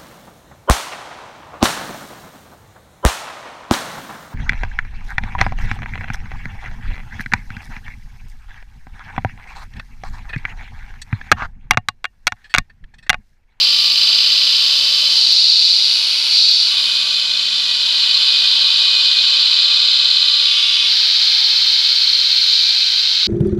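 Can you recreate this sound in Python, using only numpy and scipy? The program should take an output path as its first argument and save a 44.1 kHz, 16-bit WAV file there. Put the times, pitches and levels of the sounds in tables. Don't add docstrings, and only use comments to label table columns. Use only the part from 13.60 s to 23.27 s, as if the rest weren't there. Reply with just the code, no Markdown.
import sys
import numpy as np
from scipy import signal
from scipy.fft import rfft, irfft, next_fast_len
from scipy.io import wavfile
from scipy.ndimage import uniform_filter1d, minimum_filter1d, map_coordinates

SR = 44100
rng = np.random.default_rng(int(sys.argv[2]) if len(sys.argv) > 2 else 0)


def unload_wav(signal):
    wavfile.write(
        sys.argv[1],
        SR,
        np.round(np.clip(np.atleast_2d(signal).T, -1, 1) * 32767).astype(np.int16),
    )


N = 426447

# time in seconds, wheel speed in turns per second.
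WHEEL_HZ = [(0, 17.405), (2.8, 17.41), (3.3, 17.47), (5.4, 17.48), (6.1, 17.49), (9.67, 17.49)]
# time in seconds, share of the grinding that repeats each turn.
SEATING_SHARE = [(0, 0.76), (2.6, 0.77), (2.9, 0.03), (3.5, 0.52), (4.5, 0.26), (4.9, 0.23), (5.7, 0.2),
                 (6.2, 0.88), (9.67, 0.34)]
# time in seconds, gain in dB.
FEED_DB = [(0, 1), (.35, -1.1), (.52, 2.5), (.8, 0.8), (1.3, -1), (1.42, -0.5), (2.55, -1), (3.2, 0.3),
           (3.75, -1.4), (4.7, .5), (5.05, 0.7), (5.5, 1), (6.75, -.5), (7.7, 0), (8.5, -1.6), (9.67, -1.7)]
# start, attack, hold and release in seconds, shriek lift in dB.
BINDS = [(1.477, 0.3, 0.3, 0.37, 10), (2.68, .11, .16, 0.18, 9), (8.838, .08, 0.033, 0.29, 3)]
POSITION_NAMES = ("start", "biting", "light", "deep", "seated", "glancing", "late")
# midpoint in seconds, duration in seconds.
TOOL_SHIFTS = [(1.6, .3), (3.09, .15), (4.38, .35), (5.85, .5), (6.88, 0.21), (7.29, 0.06)]
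# slab growl, lower ring, shriek and edge rasp in dB.
POSITION_DB = [(-37.5, -22, -14.5, -25), (-39, -23, -17, -28), (-38, -22, -17.5, -30.5),
               (-37, -20, -14.5, -31), (-36.5, -20.5, -13.5, -30.5), (-38.5, -18, -17, -30),
               (-37, -24, -14, -29.4)]
# frequency in Hz, gain in dB.
BODY_DB = [(60, -40), (500, -37), (850, -36.5), (950, -32), (1500, -25.5), (1850, -30.5), (2300, -18.5),
           (3300, -8.5), (4100, 0.5), (4700, -1.5), (5400, -13), (6500, -23.5), (9000, -39), (15000, -50)]
# centre in Hz, width in Hz, lift in dB.
LIFTS_START = [(603, 30, 16.5), (710, 27, 10), (907, 7.7, 16.5), (1090, 40, 7), (1184, 14, 9.5),
               (1945, 38, 5), (2110, 32, 3), (2233, 20, 11.5), (2460, 490, 12), (2512, 12, 10.5),
               (2887, 670, 16), (3097, 154, 13), (3517, 210, 11.5), (3940, 150, 4.5), (4070, 330, 4.5),
               (4467, 240, 11), (4916, 155, 12), (5250, 120, 7.5), (7280, 150, 7), (8200, 500, 5),
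               (13500, 12000, 13)]
LIFTS_BITING = [(616, 110, 5.3), (910, 64, 12.4), (1450, 33, 4.2), (2064, 22, 9.2), (2220, 36, 7.2),
                (2490, 100, 9.1), (2629, 12, 8.4), (2800, 52, 3), (2950, 55, 8.5), (3405, 12, 5.6),
                (3560, 400, 4.6), (3780, 12, 9.2), (3860, 32, 7.1), (4220, 280, 7), (4560, 250, 8.1),
                (4950, 230, 4.5), (5500, 700, 3.4), (7400, 130, 7), (10200, 3800, 9.6)]
LIFTS_DEEP = [(233, 15, 14), (588, 27, 9), (616, 13, 8.1), (694, 48, 10.7), (913, 24, 16.7),
              (1007, 19, 9.7), (1107, 56, 11), (1170, 16, 10.2), (1184, 25, 2.5), (1537, 320, 6.8),
              (1940, 69, 8.8), (2190, 350, 2.4), (2482, 35, 15.2), (2562, 34, 10), (3050, 240, 11.4),
              (3173, 12, 10.2), (3535, 210, 10.4), (3860, 270, 9.3), (4145, 166, 9.5), (4517, 185, 8.9),
              (4923, 220, 7.5), (7430, 780, 7), (10270, 3300, 8.5)]
LIFTS_GLANCING = [(628, 74, 15), (904, 27, 17), (995, 46, 16), (1140, 57, 9), (1500, 410, 9.1),
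                  (1860, 130, 11), (2195, 75, 11), (2520, 57, 15.5), (2790, 40, 8.5), (3070, 280, 8.7),
                  (3470, 40, 7), (3530, 220, 7.8), (3850, 200, 8.3), (4830, 180, 8.2), (5600, 210, 3.8),
                  (6300, 240, 2.6), (9000, 2600, 6)]
LIFTS_LATE = [(222, 72, 7), (411, 19, 7.4), (613, 12, 5.8), (710, 63, 4.3), (895, 17.4, 18),
              (1210, 61, 7.4), (1600, 360, 8.2), (1910, 140, 9.9), (2175, 105, 10.8), (2380, 12, 15.4),
              (2568, 85, 9.7), (2794, 15, 7.3), (3123, 220, 9.2), (3626, 50, 6.7), (3866, 100, 5.4),
              (4190, 60, 3.5), (4600, 160, 2.8), (5320, 28, 8.1), (14800, 4200, 4.3)]
# rough pitch in Hz, base level in dB, first position, last position.
WHINE_TONES = [(226, -60.5, "start", "start"), (331, -66, "start", "biting"),
               (627, -52.5, "start", "start"), (922, -56, "start", "biting"), (1184, -53, "start", "start"),
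               (3917, -28.5, "start", "start"), (4873, -30, "start", "start"),
               (4142, -29, "start", "biting"), (4543, -27.5, "start", "biting"),
               (3864, -29.5, "biting", "biting"), (227, -60, "light", "deep"),
               (629, -51.5, "light", "deep"), (2502, -35, "light", "glancing"),
               (909, -53.5, "light", "late"), (4128, -25.5, "deep", "seated"),
               (3918, -27, "deep", "glancing"), (665, -57, "seated", "glancing"),
               (1172, -43.5, "seated", "glancing"), (997, -55, "glancing", "late"),
               (3095, -33.5, "deep", "late"), (4145, -26, "late", "late"), (4231, -25, "late", "late"),
               (4530, -30, "late", "late")]
RIM_SPOTS = [(0, 1), (-.11, .4), (-.44, .5)]
# time in seconds, ping peak as a multiple of the shriek's rms.
KNOCK_SIZE = [(7.3, 0), (7.75, 2.4), (8.25, 2.7), (8.4, 3.6), (8.88, 3.6), (9.0, 0)]
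# delay in seconds, gain in dB.
WALL_ECHOES = [(.0093, -20), (.0151, -19), (.0237, -19)]
# start in seconds, level in dB, centre in Hz, decay in seconds.
CAMERA_BUMPS = [(1.375, -44, 60, .03), (6.675, -45, 170, 0.019), (7.225, -47, 260, .04),
                (8.105, -52, 100, .03)]
# start and end in seconds,
# initial firing rate in Hz, rise in Hz per second, undertone level in dB.
DRIVING_STRETCHES = [(0, 4.2, 121.3, 9.4, -70), (4.9, 7.2, 117.5, 1.9, -80), (7.5, 9.7, 122, 4.5, -74)]
# time in seconds, level in dB.
EXHAUST_DB = [(0, -61), (.6, -55), (1.7, -57.5), (3, -66), (3.6, -60), (4.1, -58), (4.3, -69), (5.1, -58),
              (6, -67), (6.7, -62.5), (9.67, -58.5)]
# time in seconds, rumble in dB, dusty hiss in dB.
RUMBLE_HISS_DB = [(0, -52.5, -40.5), (.9, -54.5, -42.5), (2.5, -57, -41), (3.3, -56, -43.5),
                  (3.7, -57, -48), (4.8, -55.5, -46), (6, -62, -48.5), (9.05, -63, -47),
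                  (9.67, -65.5, -51.5)]

TIME_S = np.arange(N) / SR


def saw(rasp_per_feed=0.83, rasp_per_bind=0.63, strike_s=8.443):
    turns = np.cumsum(curves(WHEEL_HZ)[0]) / SR
    strike_turns = turns - turns[int(strike_s * SR)]
    force = pit_walls(grinding(turns))
    shares = position_shares()
    lifts = (LIFTS_START, LIFTS_BITING, LIFTS_DEEP, LIFTS_DEEP, LIFTS_DEEP, LIFTS_GLANCING, LIFTS_LATE)
    steel = sum(share * unit(ringing(force, rows)) for share, rows in zip(shares, lifts))
    growl_db, ring_db, shriek_db, rasp_db = np.transpose(POSITION_DB) @ shares
    rumble_db, hiss_db = curves(RUMBLE_HISS_DB)
    feed_db, bind_db = curves(FEED_DB)[0], binding_db()
    shriek_db = shriek_db + feed_db + bind_db
    bands = ((150, 400, rumble_db),
             (400, 2050, growl_db + feed_db),
             (2050, 3450, ring_db + feed_db),
             (3450, 5150, shriek_db + rebound_db(strike_turns)),
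             (5150, 8500, rasp_db + rasp_per_feed * feed_db + rasp_per_bind * bind_db),
             (8500, 20000, hiss_db))
    cut = sum(undb(db) * steady(band(steel, lo_hz, hi_hz, order=24)) for lo_hz, hi_hz, db in bands)
    return cut + undb(shriek_db) * rim_pings(strike_turns) + whines(turns, shares, feed_db, bind_db)


def grinding(turns, grip_db=1.02):
    seating = curves(SEATING_SHARE)[0]
    grit = np.sqrt(seating) * groove(turns, places=2520)
    chips = np.sqrt(1 - seating) * rng.standard_normal(N)
    return (grit + chips) * undb(grip_db * groove(turns, places=26))


def groove(turns, places, memory=0.94):
    relief = rng.standard_normal((int(turns[-1]) + 2, places))
    for k in range(1, len(relief)):
        relief[k] = memory * relief[k - 1] + np.sqrt(1 - memory ** 2) * relief[k]
    return unit(map_coordinates(relief.ravel(), [turns * places], order=3, mode="nearest"))


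def ringing(force, lifts):
    def gain(hz):
        body_hz, body_db = np.transpose(BODY_DB)
        lift_db = sum(db / (1 + (2 * (hz - mid_hz) / width_hz) ** 2) for mid_hz, width_hz, db in lifts)
        return undb(np.interp(np.log(hz), np.log(body_hz), body_db) + lift_db)
    return shape(force, gain)


def position_shares():
    position = sum(np.clip((TIME_S - mid_s) / length_s + .5, 0, 1) for mid_s, length_s in TOOL_SHIFTS)
    return np.array([np.maximum(1 - abs(position - k), 0) for k in range(len(POSITION_DB))])


def binding_db():
    return sum(db * np.interp(TIME_S, start_s + np.cumsum([0, *stages_s]), [0, 1, 1, 0])
               for start_s, *stages_s, db in BINDS)


def whines(turns, shares, feed_db, bind_db, waver_db=0.7, sway_turns=0.00038, shriek_from_hz=3450):
    wheel_hz = shares @ curves(WHEEL_HZ)[0] / shares.sum(axis=1)
    seated = curves(SEATING_SHARE)[0] ** 0.42
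    out = np.zeros(N)
    for hz, db, first, last in WHINE_TONES:
        held = slice(POSITION_NAMES.index(first), POSITION_NAMES.index(last) + 1)
        gate = shares[held].sum(axis=0) * seated
        harmonic = round(hz / wheel_hz[held].mean())
        drive_db = feed_db + 0.79 * bind_db * (hz > shriek_from_hz)
        per_turn = rng.standard_normal((2, int(turns[-1]) + 2))
        waver, sway = (np.interp(turns, np.arange(len(row)), row) for row in per_turn)
        tone = np.sin(2 * np.pi * harmonic * (turns + sway_turns * sway))
        out += gate * undb(db + drive_db + waver_db * waver) * tone
    return np.sqrt(2) * out


def rim_pings(strike_turns, mode_hz=4250, width_s=0.0019):
    wheel_hz = curves(WHEEL_HZ)[0]
    out = np.zeros(N)
    for place_turns, size in RIM_SPOTS:
        age_s = ((strike_turns - place_turns + .5) % 1 - .5) / wheel_hz
        out += size * np.exp(-(age_s / width_s) ** 2) * np.sin(2 * np.pi * mode_hz * age_s)
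    return curves(KNOCK_SIZE)[0] * out


def rebound_db(strike_turns, db_per_knock=.45, lag_turns=.28):
    return -db_per_knock * curves(KNOCK_SIZE)[0] * np.cos(2 * np.pi * (strike_turns - lag_turns))


def pit_walls(x):
    return x + sum(undb(db) * np.pad(x, (int(delay_s * SR), 0))[:N] for delay_s, db in WALL_ECHOES)


def camera_bumps(rise_s=0.0074):
    out = np.zeros(N)
    for start_s, db, hz, decay_s in CAMERA_BUMPS:
        age_s = np.maximum(TIME_S - start_s, 0)
        thud = unit(band(rng.standard_normal(N), hz / 3, hz * 2, order=4))
        out += undb(db) * thud * (1 - np.exp(-age_s / rise_s)) * np.exp(-age_s / decay_s)
    return out


def vehicle(flutter_db=1.9):
    ramps = []
    for start_s, end_s, hz, rise_hz_per_s, db in DRIVING_STRETCHES:
        ramps += [(start_s, hz, db), (end_s, hz + rise_hz_per_s * (end_s - start_s), db)]
    firing_hz, undertone_db = curves(ramps)
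    phase = 2 * np.pi * np.cumsum(firing_hz) / SR
    orders = ((1, curves(EXHAUST_DB)[0]), (3 / 4, undertone_db), (1 / 2, undertone_db))
    return np.sqrt(2) * sum(undb(db + flutter_db * wander(rate_hz=7)) * np.sin(order * phase)
                            for order, db in orders)


def streets(level_db=-70):
    return undb(level_db + wander(rate_hz=0.86)) * unit(band(rng.standard_normal(N), 55, 170, order=3))


def undb(db):
    return 10 ** (np.asarray(db) / 20)


def curves(table):
    times_s, *columns = np.transpose(table)
    return [np.interp(TIME_S, times_s, column) for column in columns]


def unit(x):
    return x / np.sqrt(np.mean(x ** 2))


def steady(x):
    return x / np.sqrt(uniform_filter1d(x ** 2, size=10100) + 1e-18)


def shape(x, gain):
    size = next_fast_len(N + 8192)
    hz = np.maximum(np.arange(size // 2 + 1) * SR / size, 1)
    return irfft(rfft(x, size) * gain(hz), size)[:N]


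def band(x, lo_hz, hi_hz, order):
    return shape(x, lambda hz: 1 / (1 + (hz / hi_hz) ** order) - 1 / (1 + (hz / lo_hz) ** order))


def wander(rate_hz):
    step = int(SR / rate_hz)
    points = rng.standard_normal(N // step + 2)
    return np.sqrt(3 / 2) * np.interp(np.arange(N), step * np.arange(len(points)), points)


def mic_overload(x, knee=1.0, ceiling=1.75):
    over = np.maximum(abs(x) - knee, 0)
    rounded = (ceiling - knee) * np.tanh(over / (ceiling - knee))
    return x - np.sign(x) * (over - rounded)


def gain_control(x, threshold_db=-12.5, ratio=3.1, response_s=0.033):
    pole = np.exp(-1 / (response_s * SR))
    rms = np.sqrt(signal.lfilter([1 - pole], [1, -pole], x ** 2))
    return x * np.maximum(rms / undb(threshold_db), 1) ** (1 / ratio - 1)


def limiter(x, ceiling=.89):
    gain = np.minimum(1, ceiling / (abs(x) + 1e-9))
    held = minimum_filter1d(gain, size=45)
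    return x * uniform_filter1d(uniform_filter1d(held, size=23), size=23)


def scene():
    return (saw() + vehicle() + streets() + camera_bumps())[None]


def record(dry):
    top_hz = 15720
    lowpass = signal.ellip(10, .1, 80, top_hz, fs=SR, output="sos")
    return signal.sosfilt(lowpass, limiter(gain_control(mic_overload(dry))))


dry = scene()
out = record(dry)
unload_wav(out)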